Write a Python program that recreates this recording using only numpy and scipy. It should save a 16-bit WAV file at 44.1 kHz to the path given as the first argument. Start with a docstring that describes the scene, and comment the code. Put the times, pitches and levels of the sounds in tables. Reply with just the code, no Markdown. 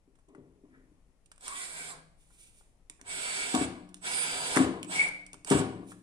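"""A cordless drill drives small screws in five short runs on a hollow bench, close to a two-port phone.
Its gears rattle the housing as uneven noise; the motor switching whistles, with sidebands that follow speed.
Tones slide or hold, trigger and bit click as spikes with short rings, and strokes of noise brush and scrape.
Handling bumps, small thumps under clicks and jolts of the seating screw push and shake bench modes,
which boom and ring on; loose parts chatter. A small workshop adds decaying noise tails and quiet air."""
import sys
import numpy as np
from scipy import signal
from scipy.fft import rfft, irfft
from scipy.io import wavfile
from scipy.ndimage import uniform_filter1d

SR = 44100
rng = np.random.default_rng(int(sys.argv[2]) if len(sys.argv) > 2 else 0)


def materialize(psi):
    """Save the field psi as 16-bit PCM at rate SR to the path in sys.argv[1].

    A 1-D psi becomes a single channel; in a 2-D psi each row is a channel.
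    """
    bounded = np.clip(np.atleast_2d(psi).T, -1, 1)
    quanta = np.round(bounded * 32767).astype(np.int16)
    wavfile.write(sys.argv[1], SR, quanta)


N = 265834

# quiet workshop air and hiss: f/Hz, relative level/dB
SHOP_AIR = [(12, -12), (20, 2), (59, -8.5), (83, -15.5), (166, -16.5), (232, -21), (267, -21.5),
            (298, -21.5), (885, -32), (1630, -41.5), (1880, -38), (3980, -46.5), (10600, -43.5),
            (15600, -83)]
# bumps, thumps and jolts on the bench: t/s, strength/dB, modes under 210 Hz rel level/dB,
# modes over 310 Hz rel level/dB, modes over 600 Hz rel level/dB, shaking rel level/dB, shaking decay/s
BLOWS = [(0.076, -75, -10, 14, -6, 1, 0.043), (0.282, -70, -9, 13, -29, 13, 0.29),
         (0.353, -62, 2, 17.5, -18, -9, 0.033), (0.381, -57.5, 8.5, 12, -29, -7.5, 0.12),
         (0.637, -58, -11, 4.5, -21, -0.5, 0.19), (.772, -69, 8, 10, -20, -2.5, 0.055),
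         (0.914, -69, -12, -5, -16, 1.5, 0.03), (2.898, -70, 5, 4, 3, 3, 0.0089),
         (3.011, -67, 8, 1, 1, 3, 0.02), (5.333, -59, 1, 4, 2, 2, 0.01), (5.451, -66, 6, 7, -6, -2, 0.017),
         (3.542, -29, -3.5, 3, 5.5, -1.5, 0.049), (3.546, -40, 7, 5.5, 19, -17, 0.16),
         (3.612, -31.5, 2, 5, 1.5, -9, 0.016), (4.566, -26, -6.5, 7.5, 6.5, -2, 0.058),
         (4.601, -23, 0, -3.5, -9, -4, 0.02), (5.501, -56, -11, -11, -12, -11, 0.016),
         (5.51, -27, 7.5, 10, 8.5, -0.5, 0.04), (4.661, -44, -7, 18, -1.5, -0.5, 0.071),
         (4.703, -51.5, 1, 17.5, -1, -24, 0.079), (5.6, -38.5, 4, 3, 6.5, 1.5, 0.036),
         (5.551, -32, -7.5, 15.5, -12, -6, 0.11)]
# bench modes: f/Hz, level/dB, time to fall 60 dB/s
BENCH_MODES = [(197, -1, .11), (182, -15, 2.0), (270, 2, .11), (161, -27, 1.2), (303, 4, .08),
               (295, -24, 2.2), (400, -10, .08), (269, -27, 1.2), (335, -4, .09), (113, -37, 1.5),
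               (212, -10, .1), (356, -20, .6), (388, -13, .22), (476, -22, .6), (416, -21, .4),
               (520, -21, .08), (262, -7, .16), (83, -25, .25), (60, -35, .3), (140, -26, .2),
               (186, -12, .4), (108, -26, .3), (571, -17, .3), (620, -16, .1), (680, -15, .15),
               (727, -10, .12), (787, -9, .1), (870, -16, .1), (970, -16, .1), (1110, -10, .12),
               (1250, -12, .08), (1460, -7, .07), (1780, -12, .05)]
# loose boards answer a blow without ringing: f/Hz, gain/dB
BOARD_CRUNCH = [(100, -9), (150, 13), (200, 9), (240, -15), (310, 29.5), (400, 35), (520, 22), (800, 38.5),
                (1500, 21), (3000, 24), (8000, -5)]
# loose parts chattering after a blow: f/Hz, gain/dB
LOOSE_PARTS = [(300, -17), (520, 30), (720, 33.5), (880, 27), (1100, 34.5), (1280, 19.5), (1460, 19.5),
               (1800, 20), (3500, 11), (8000, -28)]
# trigger and bit ticks: t/s, level/dB, low part rel level/dB, ring time to fall 60 dB/s, left minus right/dB
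TICKS = [(0.1537, -72, -1, 0.04, -5), (0.187, -75, 4, 0.068, -2), (0.2856, -68, -31, 0.025, -7),
         (0.3483, -69, 10.5, 0.041, 6.5), (1.259, -61, -47, 0.025, -9.5), (1.316, -47, -5, 0.02, -3.5),
         (1.36, -63, -39, 0.015, -7), (1.3789, -55, -4, 0.014, -2), (1.408, -54, -23, 0.025, -3),
         (1.48, -33, -7.5, 0.016, -5), (2.305, -76, 10, 0.039, 1), (2.61, -69, 9.5, 0.024, -2),
         (2.8982, -35, -18, 0.0083, -5.5), (2.993, -84, 18, 0.085, 9), (3.013, -39, -10.5, 0.0086, -5),
         (3.5494, -20.5, -35, 0.011, -4), (3.8897, -61, -35, 0.037, -7), (3.9432, -35, -16, 0.0083, -5.5),
         (3.966, -60, -30, 0.058, 2), (4.558, -35, 0, 0.13, -11.5), (4.571, -32.5, 10.5, 0.015, 17),
         (4.8294, -27.5, -25, 0.0066, -3), (4.846, -40, -6, 0.0086, -2), (5.085, -40, 0.5, 0.019, 6),
         (5.2645, -40.5, -14, 0.0088, -4), (5.3313, -38.5, -18, 0.01, 4), (5.342, -52.5, -2.5, 0.026, -12),
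         (5.447, -37, -14.5, 0.013, -6.5), (5.472, -51, -51, 0.046, -24), (5.5008, -30.5, -29, 0.051, 1),
         (5.514, -42, 1, 0.11, -19), (5.9185, -53, 4.5, 0.031, 1)]
# bright part of a tick: f/Hz, relative level/dB
TICK_COLOUR = [(900, -36), (1600, -26), (2500, -1.5), (4000, -10.5), (6000, -7), (7500, -1), (9000, 0.5),
               (10500, -12.5), (12500, -21), (15600, -59)]
# strokes of a sleeve or hand: loudest t/s, level/dB, swell/(dB per s), fade/(dB per s)
RUSTLES = [(2.21, -70.5, 507, 174), (2.275, -83, 631, 172), (2.428, -58, 162, 202), (2.575, -68, 193, 131),
           (5.913, -57.5, 258, 498), (6.0, -78, 199, 219)]
# brushing noise: f/Hz, relative level/dB
RUSTLE_COLOUR = [(590, -36), (1000, -32), (1600, -13), (1720, -25), (2210, -8.5), (3970, -13),
                 (5360, -14.5), (9090, -3.5), (15600, -30)]
# one scrape: loudest t/s, level/dB, swell/(dB per s), fade/(dB per s)
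SCRAPE = (.75, -67, 350, 200)
# one row per pull of the trigger: pulled t/s, let go t/s, switching tone level/dB, other sidebands level/dB,
# fizz over rattle/dB, body drone start level at the reference rattle/dB, upper singing over rattle/dB,
# lower singing over rattle/dB, gear-case ring over rattle/dB
RUNS = [(1.398, 1.922, -55, -55.5, -2, -62.5, -22, -16, -27),
        (3.054, 3.648, -43, -58.5, -8, -56.5, -7.5, -52, -8),
        (4.008, 4.637, -45.5, -75, -6, -52, -24, -37, -8),
        (4.862, 5.056, -44, -74, -6.5, -49, -8.5, -19, -6),
        (5.454, 5.598, -41.5, -55, -4.5, -46.5, -20, -23, -4.5)]
# motor, one curve per run: t/s, commutation f/Hz, rattle level/dB, first upper sideband level/dB
MOTOR = [
    [(1.39, 200, -67.5, -81), (1.46, 431, -52, -70), (1.54, 479, -53, -65), (1.58, 656, -48.5, -48),
     (1.65, 669, -50, -48), (1.69, 465, -54.5, -72), (1.80, 451, -50.5, -68), (1.90, 452, -53, -71),
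     (2.03, 330, -83, -85)],
    [(3.03, 156.3, -69.5, -64), (3.10, 695, -47, -67), (3.20, 786, -44.5, -73), (3.37, 880, -43, -51),
     (3.53, 907, -44.5, -53), (3.645, 880, -45, -70), (3.69, 770, -93, -80)],
    [(4.01, 149.7, -57.5, -67), (4.065, 900, -42, -55), (4.14, 1023, -41.5, -39), (4.24, 1028, -42, -39),
     (4.30, 1000, -41.5, -52), (4.40, 1001, -43.5, -51), (4.50, 1016, -41.5, -47), (4.57, 990, -43, -40),
     (4.68, 890, -49, -75)],
    [(4.87, 153, -59, -66), (4.915, 700, -46, -61), (4.96, 876, -41.5, -54), (5.03, 915, -47, -45),
     (5.08, 858, -54.5, -50), (5.12, 804, -87, -78)],
    [(5.455, 149, -51, -76), (5.515, 880, -44, -60), (5.595, 880, -44.5, -58), (5.63, 800, -50, -75)],
]
# gear rattle: f/Hz, relative level/dB
RATTLE_COLOUR = [(600, -14), (900, -19), (1300, -4.5), (1500, 3), (1850, -3.5), (2250, 5.5), (2650, -5),
                 (3400, -3.5), (4000, -3), (4700, -3.5), (5800, -8), (7500, -14), (9700, -54),
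                 (16000, -110)]
# motor fizz: f/Hz, relative level/dB
FIZZ_COLOUR = [(3820, -69), (6500, -11.5), (7610, -5), (7690, -6), (9140, 1), (10700, -18), (13800, -23.5),
               (14600, -27), (15600, -89)]
# drone of the drill body: f/Hz, relative level/dB
BODY_COLOUR = [(59, -58), (100, -11.5), (166, 1), (226, -23), (260, -7.5), (344, -7.5), (698, 1),
               (1300, -4.5), (1690, 0.5), (2860, -120)]
# share of the tool's noise that differs between the ports: f/Hz, level/dB
TOOL_SPREAD = [(300, -23), (1000, -26.5), (2000, -12), (3200, -2.5), (6000, -3.5), (9000, 0)]
# other whistle sidebands: multiple of the commutation rate, relative level/dB
SIDEBANDS = [(-1, 0), (2, -1), (-2, -16), (3, -10), (4, -5)]
# gear whines and one low steady drill hum:
# start t/s, length/s, first f/Hz, final f/Hz, level/dB, pitch jitter/Hz
WHINES_AND_HUM = [(1.53, .15, 1850, 2050, -54.5, 20), (1.57, .09, 1050, 1070, -55.5, 15),
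                  (1.77, .13, 2280, 2240, -53.5, 20), (1.74, .15, 1580, 1510, -55.5, 18),
                  (1.87, .10, 1400, 1030, -55.5, 30), (1.81, .11, 715, 705, -61, 12),
                  (3.20, .28, 4640, 4460, -50.5, 40), (3.07, .17, 2130, 2210, -54, 25),
                  (3.33, .16, 2300, 2240, -53, 35), (3.33, .12, 3120, 2960, -56, 25),
                  (1.49, .09, 2170, 2260, -58, 25), (3.57, .09, 2400, 2280, -51, 30),
                  (4.06, .49, 5150, 4680, -48, 20), (1.70, .46, 160, 160, -64, 4),
                  (4.94, .12, 4330, 4250, -64, 30)]
# how each source reaches the two ports: f/Hz, left minus right/dB
DRILL_PORTS = [(60, 9), (200, 5), (700, 3), (1300, 1), (2400, 1.5), (4400, -0.5), (8100, -6), (15000, -8)]
FAR_END_PORTS = [(60, -11), (15000, -3.5)]
BENCH_PORTS = [(60, 4.5), (200, 5.5), (700, 4.5), (1300, 2), (4400, 4), (8100, 11)]
WHISTLE_PORTS = [(60, -11), (15000, -11)]
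# room tail: f/Hz, time to fall 60 dB/s
ROOM_T60 = [(60, 0.44), (300, 0.8), (1000, 0.54), (4000, 0.51), (10000, 0.39)]

SHOP_DB = -64.5
FRAME_DB, FRAME_LAG_S = 9.5, 0.034  # how well and how late a blow reaches the heavy frame
LONG_RING_S, LONG_SHAKE_DB = 0.2, -9
LOOSE_DB, LOOSE_S = -4.5, 0.095  # chatter level against the shaking, decay time
SPIKE_DB, RING_DB, TICK_RISE_S = 4, 3.5, 0.00051  # levels against the tick's level
GATE_S = 0.041  # each run fades in and out over this time
SWITCH_HZ, SWITCH_HISS_DB = 7967.5, -16.5  # the power stage also hisses; hiss level against the tone
SWITCH_RISE_S, SWITCH_FALL_S = 0.049, 0.0095
# the drone moves by this share of the rattle's dB and grows as the screw bites
BODY_FOLLOWS, BODY_REF_DB, BITE_DB_PER_S = 0.16, -56, 12
SINGING_SWAY_DB, GEAR_WANDER_DB = 9, 2.0
FIRST_RUN_TREBLE_DB = -0.5  # the unloaded first run is duller above 2.5 kHz
SLIDE_SETTLES, SLIDE_FADE_S = .32, .035  # settling as a share of the length; shortest fade
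TOP_HZ = 15760
F = np.maximum(np.arange(N // 2 + 1) * SR / N, 1)  # every frequency, Hz
T = np.arange(N) / SR  # every moment, s


def undb(db):
    """Turn decibels into a gain."""
    return 10 ** (np.asarray(db) / 20)


def on_hz(table):
    """Read a (Hz, value) table at every frequency."""
    hz, value = np.transpose(table)
    return np.interp(np.log(F), np.log(hz), value)


def bump(centre_hz, half_width_hz, power=2):
    """One resonance: a gain that peaks at its centre."""
    return 1 / (1 + ((F - centre_hz) / half_width_hz) ** power)


def filtered(x, gain):
    """Apply a gain per frequency."""
    return irfft(rfft(x) * gain, N)


def colour(x, gain):
    """Filter by a gain per frequency, then set the rms to 1."""
    y = filtered(x, gain)
    return y / np.sqrt(np.mean(y ** 2))


def grit(spread_db):
    """Dense tiny impacts of uneven size."""
    return rng.standard_normal(N) * undb(spread_db * np.minimum(rng.exponential(size=N), 5))


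def walk(rate):
    """Random levels held 1 / rate s and smoothed twice; spread 1."""
    hold = int(SR / rate)
    steps = np.repeat(rng.standard_normal(N // hold + 1), hold)
    smooth = uniform_filter1d(uniform_filter1d(steps, hold), hold)[:N]
    return smooth / smooth.std()


def tone(hz, waver_db=3):
    """A sine, rms 1 before its level is made to waver."""
    phase = 2 * np.pi * np.cumsum(hz) / SR + rng.uniform(0, 2 * np.pi)
    return np.sqrt(2) * np.sin(phase) * undb(waver_db * walk(40))


def shop():
    """Quiet workshop air and microphone hiss, with bass more alike at both ports than treble."""
    gain, apart = undb(on_hz(SHOP_AIR)), np.clip(F / 1200, .35, 1)
    mid, side = rfft(rng.standard_normal((2, N))) * gain
    left = undb(4.5) * (mid + apart * side)
    right = mid - apart * side
    pair = irfft(np.array([left, right]), N)
    return pair / np.sqrt(np.mean(pair ** 2)) * undb(SHOP_DB + .7 * walk(3))


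def bench(drive):
    """Each blow is one short push and a moment of shaking; where it lands sets which modes ring most."""
    # five groups of modes: heavy frame, then up to 210, 310, 600 Hz and above
    forces = np.tile(undb(-52.0) * drive, (5, 1))
    steadier = forces.copy()
    for s, db, deep_db, mid_db, high_db, shake_db, lasts in BLOWS:
        t = np.maximum(T - s, 0)
        push = t * np.exp(-t / 0.0002)
        push = push / push.sum()
        shake = (1 - np.exp(-t / 0.00036)) * np.exp(-t / lasts) * grit(3.7)
        shake = undb(shake_db) * shake / np.sqrt(np.sum(shake ** 2))
        reach = undb(db + np.array([[deep_db], [0], [mid_db], [high_db]]))
        forces[1:] += reach * (push + shake)
        steadier[1:] += reach * (push + undb(LONG_SHAKE_DB) * shake)
        # the heavy frame is slow: it takes up push and shaking late
        late = np.roll(push + shake, int(FRAME_LAG_S * SR))
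        forces[0] += undb(db + deep_db + FRAME_DB) * late
    steadier[0] = forces[0]
    crunch = np.where(F < 600, rfft(forces[2]), rfft(forces[4])) * undb(on_hz(BOARD_CRUNCH))
    boards, frame = irfft(crunch, N), np.zeros(N)
    for k, (hz, db, t60) in enumerate(BENCH_MODES):
        pole = np.exp(2j * np.pi * hz / SR - np.log(1000) / (t60 * SR))
        group = np.searchsorted([170, 210, 310, 600], hz)
        force = (steadier if t60 > LONG_RING_S else forces)[group].astype(complex)
        # modes differ in phase at the phone
        ring = (-1) ** k * undb(db) * signal.lfilter([1], [1, -pole], force).imag
        if hz < 170:
            frame = frame + ring
        else:
            boards = boards + ring
    # the boards are too small to radiate deep bass
    boards = signal.sosfilt(signal.butter(4, 160, "high", fs=SR, output="sos"), boards)
    frame = signal.sosfilt(signal.butter(4, 70, "high", fs=SR, output="sos"), frame)
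    return boards + frame


def chatter():
    """Screws and offcuts on the bench rattle unevenly after each blow, as fading filtered noise."""
    shaking = np.zeros(N)
    for s, db, _, _, _, shake_db, _ in BLOWS:
        rise = np.clip((T - s) / 0.012, 0, 1)
        decay = np.exp(-np.maximum(T - s, 0) / LOOSE_S)
        shaking += undb(db + shake_db + LOOSE_DB) * rise * decay
    shaking /= np.sqrt(LOOSE_S * SR / 2)
    return filtered(shaking * grit(3.18) * undb(2.66 * walk(120)), undb(on_hz(LOOSE_PARTS)))


def ticks():
    """Sharp plastic and steel clicks: a spike and a short noisy ring, each with a bright and a low part."""
    gains, span = [undb(on_hz(TICK_COLOUR)), bump(1250, 800, 4)], SR // 4
    noise = [colour(rng.standard_normal(N), gain) for gain in gains]
    spikes = [np.roll(irfft(gain, N), 44)[:span] for gain in gains]
    out, t = np.zeros((2, N + span)), T[:span]
    for s, db, low_db, t60, pan_db in TICKS:
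        at = int(s * SR) + np.arange(span)
        ring = undb(RING_DB) * (1 - np.exp(-t / TICK_RISE_S)) * np.exp(-np.log(1000) * t / t60)
        bright, low = (undb(SPIKE_DB) * spike / spike.max() + ring * hiss[at % N]
                       for spike, hiss in zip(spikes, noise))
        pan = undb(np.array([[pan_db], [-pan_db]]) / 2)
        out[:, at] += undb(db) * (bright + undb(low_db) * low) * pan
    out[0] = np.roll(out[0], 9)  # left port hears 9 samples later
    return out[:, :N]


def stroke(s, db, swell_db, fade_db):
    """Gain that swells to a peak and fades, both evenly in dB."""
    return undb(db - np.where(T < s, swell_db * (s - T), fade_db * (T - s)))


def hands():
    """Grainy noise brushes in the treble, and narrower noise makes one soft scrape."""
    grain = colour(grit(1.2), undb(on_hz(RUSTLE_COLOUR))) * undb(2.0 * walk(78))
    scrape = colour(grit(0.91), bump(1700, 400))
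    return sum(stroke(*row) for row in RUSTLES) * grain + stroke(*SCRAPE) * scrape


def played(table):
    """Columns over time and a gate that is open between the first and last row."""
    s, *columns = np.transpose(table)
    gate = np.clip(np.minimum(T - s[0], s[-1] - T) / GATE_S, 0, 1)
    return gate, [np.interp(T, s, column) for column in columns]


def trigger(pulled, let_go):
    """The power stage opens gradually and shuts quickly."""
    opening = np.clip((T - pulled) / SWITCH_RISE_S, 0, 1)
    return opening * np.exp(-np.maximum(T - let_go, 0) / SWITCH_FALL_S)


def gears():
    """Gear rattle in overlapping bands that swell and sink on their own; low part and treble part."""
    spectrum = rfft(colour(grit(2.64), undb(on_hz(RATTLE_COLOUR))))
    parts = [0, 0]
    centres = 600 * 2 ** np.arange(0, 4.1, .4)
    for k, hz in enumerate(centres):
        share = np.interp(np.log(F), np.log(centres), np.arange(len(centres)) == k)
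        parts[int(hz > 2500)] += irfft(spectrum * share, N) * undb(GEAR_WANDER_DB * walk(22))
    return np.array(parts) * undb(1.43 * walk(60))


def drill():
    """Gear rattle in the housing, motor fizz, body drone and three housing resonances."""
    low, treble = gears()
    rattle = low + treble * np.where(T < RUNS[1][0] - .5, undb(FIRST_RUN_TREBLE_DB), 1)
    fizz = colour(grit(2.2), undb(on_hz(FIZZ_COLOUR))) * undb(0.5 * walk(120))
    body = colour(grit(1.9), undb(on_hz(BODY_COLOUR)))
    case = colour(grit(1.2), bump(2850, 350))
    upper = colour(grit(3.5), bump(2214, 89)) * undb(SINGING_SWAY_DB * walk(20))
    lower = colour(grit(3.5), bump(1133, 100)) * undb(SINGING_SWAY_DB * walk(20))
    out = np.zeros(N)
    for run, table in zip(RUNS, MOTOR):
        pulled, let_go, switch_db, _, fizz_db, body_db, upper_db, lower_db, case_db = run
        gate, (_, rattle_db, _) = played(table)
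        singing = undb(upper_db) * upper + undb(lower_db) * lower
        housing = rattle + undb(fizz_db) * fizz + singing + undb(case_db) * case
        out += gate * undb(rattle_db) * housing
        bite_db = BITE_DB_PER_S * np.clip(T - pulled, 0, let_go - pulled)
        out += gate * undb(body_db + BODY_FOLLOWS * (rattle_db - BODY_REF_DB) + bite_db) * body
        out += trigger(pulled, let_go) * undb(switch_db + SWITCH_HISS_DB) * fizz
    return out


def whistle():
    """The steady switching tone; commutation modulates it, so its sidebands follow motor speed."""
    s, hz = np.vstack(MOTOR)[:, :2].T
    turn_hz = np.interp(T, s, hz) + 5.0 * walk(60)
    steady = tone(np.full(N, SWITCH_HZ), waver_db=.8)
    first = tone(SWITCH_HZ + turn_hz)
    others = sum(undb(db) * tone(SWITCH_HZ + multiple * turn_hz) for multiple, db in SIDEBANDS)
    out = np.zeros(N)
    for (pulled, let_go, switch_db, other_db, *_), table in zip(RUNS, MOTOR):
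        gate, (_, _, first_db) = played(table)
        build_up = np.clip((T - pulled) / 0.13, 0, 1) ** 2
        switching = undb(switch_db) * steady + build_up * undb(other_db) * others
        out += trigger(pulled, let_go) * switching + gate * undb(first_db) * first
    # the housing lets little out above 10 kHz
    return filtered(out, 1 / (1 + (F / 10100) ** 30))


def whines_and_hum():
    """Tones that slide towards a final pitch or hold, with some jitter."""
    out = np.zeros(N)
    for s, lasts, first_hz, last_hz, db, jitter_hz in WHINES_AND_HUM:
        done = np.clip((T - s) / lasts, 0, 1)
        hz = last_hz + (first_hz - last_hz) * np.exp(-done / SLIDE_SETTLES) + jitter_hz * walk(70)
        fade_s = max(SLIDE_FADE_S, lasts / 7)
        fade = np.minimum(np.minimum(done, 1 - done) * lasts / fade_s, 1)
        out += fade * undb(db) * tone(hz, waver_db=1.8)
    return out


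def ports(x, balance, lag):
    """Two ports: the phone body shades each differently and the left one hears lag samples later."""
    half = undb(on_hz(balance) / 2)
    spectrum = rfft(x * np.minimum((T[-1] - T) / .004, 1))  # short fade at the very end
    delay = np.exp(-2j * np.pi * F * lag / SR)
    return np.array([irfft(spectrum * half * delay, N), irfft(spectrum / half, N)])


def room(x, wet_db):
    """Diffuse noise tail that dies octave by octave; both ports share its bass."""
    t, tail = T[:SR], np.zeros((2, SR))
    room_hz, room_t60 = np.transpose(ROOM_T60)
    early = 1 + 2.0 * np.exp(-t / 0.0073)  # bench top and nearby boards answer first
    for hz in 60 * 2. ** np.arange(8):
        t60 = np.interp(np.log(hz), np.log(room_hz), room_t60)
        mid, side = rng.standard_normal((2, SR))
        apart = min(hz / 2130.0, 1)
        band = signal.butter(2, [hz / np.sqrt(2), hz * np.sqrt(2)], "band", fs=SR, output="sos")
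        pair = signal.sosfilt(band, [mid + apart * side, mid - apart * side]) / np.sqrt(1 + apart ** 2)
        tail += pair * early * np.exp(-np.log(1000) * t / t60) * np.clip(t / 0.00041, 0, 1)
    return signal.fftconvolve(x, tail * undb(wet_db), axes=1)[:, :N]


def scene():
    """Everything near the phone, its room tails and the background."""
    tool = drill()
    near = ports(tool, DRILL_PORTS, 11.6) + ports(hands(), DRILL_PORTS, 9.25)
    # the tool is long: its far end, with noise of its own, reaches the ports from another side
    far_end = filtered(drill(), undb(on_hz(TOOL_SPREAD)))
    near = near + ports(far_end, FAR_END_PORTS, 6.2)
    boom = ports(bench(tool) + chatter(), BENCH_PORTS, 9.2)
    clicks = ticks()
    tones = ports(whistle(), WHISTLE_PORTS, 7.65) + ports(whines_and_hum(), DRILL_PORTS, 8)
    direct = near + boom + clicks + tones
    tails = room(near, -35.5) + room(boom, -40.0) + room(clicks, -40.5) + room(tones, -48)
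    return direct + tails + shop()


def record(dry):
    """The phone cuts the top with a steep low-pass filter."""
    return signal.sosfilt(signal.ellip(8, .2, 70, TOP_HZ, fs=SR, output="sos"), dry)


dry = scene()
out = record(dry)
materialize(out)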